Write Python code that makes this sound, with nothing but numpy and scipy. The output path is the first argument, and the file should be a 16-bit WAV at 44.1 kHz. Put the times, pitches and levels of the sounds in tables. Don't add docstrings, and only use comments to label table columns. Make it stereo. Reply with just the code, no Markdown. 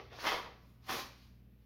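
import sys
import numpy as np
from scipy import signal
from scipy.fft import rfft, irfft, next_fast_len
from scipy.io import wavfile

SR = 44100
rng = np.random.default_rng(int(sys.argv[2]) if len(sys.argv) > 2 else 0)


def generate_wav(sig):
    pcm = np.round(np.clip(np.atleast_2d(sig).T, -1, 1) * 32767).astype(np.int16)
    wavfile.write(sys.argv[1], SR, pcm)


def makeup_ratio(level_db):
    decades = np.asarray(level_db, float) / 20
    return 10 ** decades


N = 72765

# (relative, per Hz)
AIR_COLOUR = [(25.7, -26, -11.5), (57.7, -3, -9), (77, -14, 12), (93, -5, 2.5), (153, -15.5, 0),
              (198, -1.5, 5.5), (290, -17, -5), (600, -24, -17), (1200, -28.5, -30.5), (1960, -27.5, -24.5),
              (2450, -22.5, -37), (3500, -30.5, -34.5), (6300, -41.5, -44), (8400, -52, -46.5),
              (9800, -39.5, -43.5), (13200, -32, -28), (16900, -33.5, -42)]
# pitch_hz, likeness (0 to 1)
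AIR_LIKENESS = [(40, .92), (150, 0.29), (500, .4), (2000, .05)]
# pitch_hz, level_db (rms, before wavering)
HUM_TONES = [(59.3, -63.5), (119.5, -65.5)]
# pitch_hz, t60_s (time to die by 60 dB), likeness (left to right, 0 to 1)
ROOM_ECHO = [(103, 0.82, 0.44), (300, 0.42, 0.35), (710, 0.42, 0.29), (1400, 0.4, 0.1), (2930, 0.42, 0.036),
             (7000, 0.37, 0.01), (14000, 0.31, 0.01)]
# pitch_hz, left_db, right_db
MIC_COLOUR = [(40.3, -17.5, -9.5), (202, -14, -8), (648, -7.5, 1), (1300, -9.5, 2), (2420, -4.5, 7.5),
              (4230, -12, 8), (5580, -15.5, 6), (6770, -16.5, -0.5), (8460, -13.5, -24.5), (9000, -6, -18),
              (9400, -2.5, -12), (12200, -3.5, 1.5), (14100, -19.5, 0), (15200, -7, 3), (16500, -34.5, -4)]
# (relative, per Hz)
SWISH_COLOUR = [(150, -28.5), (300, -12), (500, -5), (1000, 6), (2500, -1.5), (5000, -0.5), (9000, -5.5),
                (16000, -10)]
# time_s, level_db, extra_treble_db
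CLOTH_MOVES = [(0, -57, -17), (.09, -84, -4), (.13, -56, -9), (.175, -56, -4), (.195, -48.5, -5.5),
               (.23, -47.5, 3.5), (.27, -33, -2), (.31, -44.5, 0.5), (.36, -45.5, -2), (.42, -69, -14),
               (.55, -71, -11), (.7, -76.5, 9.5), (.79, -87, 3), (.85, -64.5, -1), (.875, -55.5, 9),
               (.895, -38.5, 3.5), (.93, -41.5, 3), (1.0, -42.5, 2), (1.06, -66.5, -28.5),
               (1.14, -67.5, -2), (1.22, -65, -1), (1.3, -75.5, 1.5), (1.45, -92, -2.5), (1.65, -82, 0.5)]
# pitch_hz, level_db (relative), t60_s
SHELL_MODES = [(280.7, -18, 0.088), (364, -11, 0.029), (500, 2.5, 0.017), (620, -6.5, 0.019),
               (750, -0.5, 0.014), (813, -6.5, 0.01), (993.3, -7, 0.052), (1129, -1.5, 0.031),
               (1250, 2, 0.015), (1400, -9.5, .025), (1667, 2.5, 0.0085), (1968, 2, 0.01),
               (2574, -3.5, 0.005), (3174, -3, 0.005), (4593, -23.5, 0.022)]
# time_s, level_db, lean_db (per octave above 1000 Hz), rubbed_hz (modes near here are rubbed hardest)
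SCRAPE_MOVES = [(0, -46.5, 1, 500), (.03, -66, -11, 600), (.09, -72.5, 14, 645), (.125, -49, -1.5, 646),
                (.15, -64.5, -3, 800), (.183, -55, -6, 1200), (.192, -51.5, 8, 1780),
                (.23, -44.5, -7, 1780), (.25, -34.5, 3.5, 1200), (.282, -37.5, 10, 1180),
                (.305, -51.5, 14, 1160), (.322, -34.5, 1, 1115), (.345, -39.5, -3, 996),
                (.37, -48.5, 3, 1007), (.42, -53, -0.5, 1000), (.455, -47.5, 1, 980),
                (.48, -56.5, -8.5, 620), (.53, -64, -2.5, 990), (.62, -72, -9, 1020),
                (.85, -82.5, -1, 1200), (.885, -47.5, 6.5, 1200), (.898, -33.5, -4, 1230),
                (.909, -42, 4, 1190), (.92, -43.5, -13, 1200), (.95, -49.5, -11, 1200),
                (.99, -45, -9.5, 600), (1.03, -60.5, 3, 1080), (1.12, -79.5, 0.5, 1070),
                (1.65, -102, -10, 1110)]
# time_s (middle of the push), level_db (relative strength of the push),
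# contact_s, struck_hz (modes near here are struck hardest)
SHELL_KNOCKS = [(.122, -35, 0.00036, 650), (.1885, -25, 0.00047, 900), (0.2452, -25, 0.00046, 750),
                (0.254, -18, 0.00015, 1200), (.271, -13, 0.00015, 1300), (0.3199, -13.5, 0.000041, 1200),
                (0.3264, -14.5, .0001, 1000), (.343, -15, 0.00078, 950), (.478, -46, 0.00085, 620),
                (0.8949, -18, 0.00041, 1250), (0.904, -19, 0.00055, 1250), (.921, -24, 0.0002, 1200),
                (.954, -24, 0.00067, 450)]


def at_hz(table, hz):
    table_hz, *columns = np.transpose(table)
    log_hz = np.log(np.maximum(hz, 1))
    return np.array([np.interp(log_hz, np.log(table_hz), column) for column in columns])


def in_time(table):
    time_s, *columns = np.transpose(table)
    return [np.interp(np.arange(N) / SR, time_s, column) for column in columns]


def rms_one(x):
    return x / np.sqrt(np.mean(x ** 2) + 1e-20)


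def colour(x, table):
    size = next_fast_len(x.shape[-1] + 4096)
    gain = makeup_ratio(at_hz(table, np.arange(size // 2 + 1) * SR / size))
    return irfft(rfft(x, size) * gain, size)[..., :x.shape[-1]]


def drift(rate_hz):
    r = np.exp(-2 * np.pi * rate_hz / SR)
    noise = rng.standard_normal(N + SR)
    return rms_one(signal.lfilter([1], [1, -2 * r, r * r], noise)[SR:])


def grains(rate_per_s, spread_db):
    size_db = spread_db * np.minimum(rng.exponential(1, N), 4)
    sizes = makeup_ratio(size_db) * rng.choice([-1, 1], N)
    return rms_one(sizes * (rng.random(N) < rate_per_s / SR))


def ring(clicks, hz, t60_s):
    r = makeup_ratio(-60 / (t60_s * SR))
    w = 2 * np.pi * hz / SR
    return signal.lfilter([0, np.sin(w)], [1, -2 * r * np.cos(w), r * r], clicks + 1e-18)


def noise_pair(size, likeness):
    mid, side = rfft(rng.standard_normal((2, size)))
    opposed = side * [[1], [-1]]
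    return np.sqrt((1 + likeness) / 2) * mid + np.sqrt((1 - likeness) / 2) * opposed


def air():
    likeness = at_hz(AIR_LIKENESS, np.arange(N // 2 + 1) * SR / N)[0]
    noise = irfft(noise_pair(N, likeness), N)
    return makeup_ratio(-62.5) * rms_one(colour(noise, AIR_COLOUR))


def hum():
    t = np.arange(N) / SR
    waver_db, balance_db = 1.5, [[-1.0], [1.0]]
    tones = 0
    for hz, level_db in HUM_TONES:
        level = 2 ** .5 * makeup_ratio(level_db + waver_db * drift(1.8))
        tones = tones + level * np.sin(2 * np.pi * (hz * t + rng.random()))
    return tones * makeup_ratio(balance_db)


def echo_tail():
    size, first_echo_s = SR // 2, .003
    hz = np.arange(size // 2 + 1) * SR / size
    t = np.arange(size) / SR
    noise = noise_pair(size, at_hz(ROOM_ECHO, hz)[1])
    centres = 60 * 2. ** np.arange(9)
    tail = 0
    for centre in centres:
        octaves_away = abs(np.log2(np.clip(hz, centres[0], centres[-1]) / centre))
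        share = np.maximum(0, 1 - octaves_away)
        fall = makeup_ratio(-60 * t / at_hz(ROOM_ECHO, centre)[0]) * (t > first_echo_s)
        tail = tail + irfft(noise * share, size) * fall / np.sqrt(np.sum(fall ** 2))
    return tail


def room(x):
    shift_s, places = .07, 4
    wet_db, left_lag_s = 1, .0001
    step = np.arange(N) / SR / shift_s
    wet = 0
    for k in range(places):
        steps_away = abs((step - k + 2) % places - 2)
        fade = np.sin(np.pi / 2 * np.maximum(0, 1 - steps_away))
        wet = wet + signal.fftconvolve(x * fade, echo_tail(), axes=1)[:, :N]
    late_left = np.interp(np.arange(N) - left_lag_s * SR, np.arange(N), x[0])
    direct = np.array([late_left, x[1]])
    return (direct + makeup_ratio(wet_db) * wet) / np.sqrt(1 + makeup_ratio(2 * wet_db))


def microphones(x):
    return colour(x, MIC_COLOUR)


def cloth():
    level_db, treble_db = in_time(CLOTH_MOVES)
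    likeness = .3
    both, left, right = (grains(16000, 2.5) for _ in range(3))
    fibres = likeness ** .5 * both + (1 - likeness) ** .5 * np.array([left, right])
    fibres = fibres * makeup_ratio(1.5 * drift(40))
    swish = rms_one(colour(fibres, SWISH_COLOUR))
    treble = colour(swish, [(5080, -40), (6985, 0)])
    return (swish + treble * (makeup_ratio(treble_db) - 1)) * makeup_ratio(level_db)


def knock_pushes():
    t = np.arange(N) / SR
    pushes = []
    for time_s, level_db, contact_s, _ in SHELL_KNOCKS:
        width_s = contact_s / 4
        push = makeup_ratio(level_db) * np.exp(-.5 * ((t - time_s) / width_s) ** 2)
        area = np.sqrt(2 * np.pi) * SR * width_s
        pushes.append(push / (area * len(SHELL_MODES) ** .5))
    return np.array(pushes)


def holster():
    rubbed_boost_db, rubbed_octaves, struck_octaves = 10, .22, .6
    slips = grains(5000, 3.5) * makeup_ratio(2.0 * drift(60))
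    even_rub = sum(makeup_ratio(db) * ring(slips, hz, t60_s) for hz, db, t60_s in SHELL_MODES)
    rub_rms = np.sqrt(np.mean(even_rub ** 2))
    level_db, lean_db, rubbed_hz = in_time(SCRAPE_MOVES)
    pushes = knock_pushes()
    mode_hz, struck_hz = np.array(SHELL_MODES)[:, 0], np.array(SHELL_KNOCKS)[:, 3:]
    away = np.log2(mode_hz / struck_hz) / struck_octaves
    strike = makeup_ratio(2 * rng.standard_normal(away.shape)) * np.exp(-away ** 2)
    sound = 0
    for k, (hz, mode_db, t60_s) in enumerate(SHELL_MODES):
        rub_away = np.log2(hz / rubbed_hz) / rubbed_octaves
        near_db = rubbed_boost_db * np.exp(-rub_away ** 2)
        rub_db = level_db + lean_db * np.log2(hz / 1000) + near_db
        rub = slips * makeup_ratio(rub_db) / rub_rms
        knocks = strike[:, k] @ pushes
        sound = sound + makeup_ratio(mode_db) * ring(rub + knocks, hz, t60_s)
    return sound


def scene():
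    return microphones(room(holster() + cloth())) + air() + hum()


def top_cut(x):
    return signal.sosfilt(signal.butter(12, 15950, fs=SR, output="sos"), x)


def record(dry):
    return top_cut(dry)


dry = scene()
out = record(dry)
generate_wav(out)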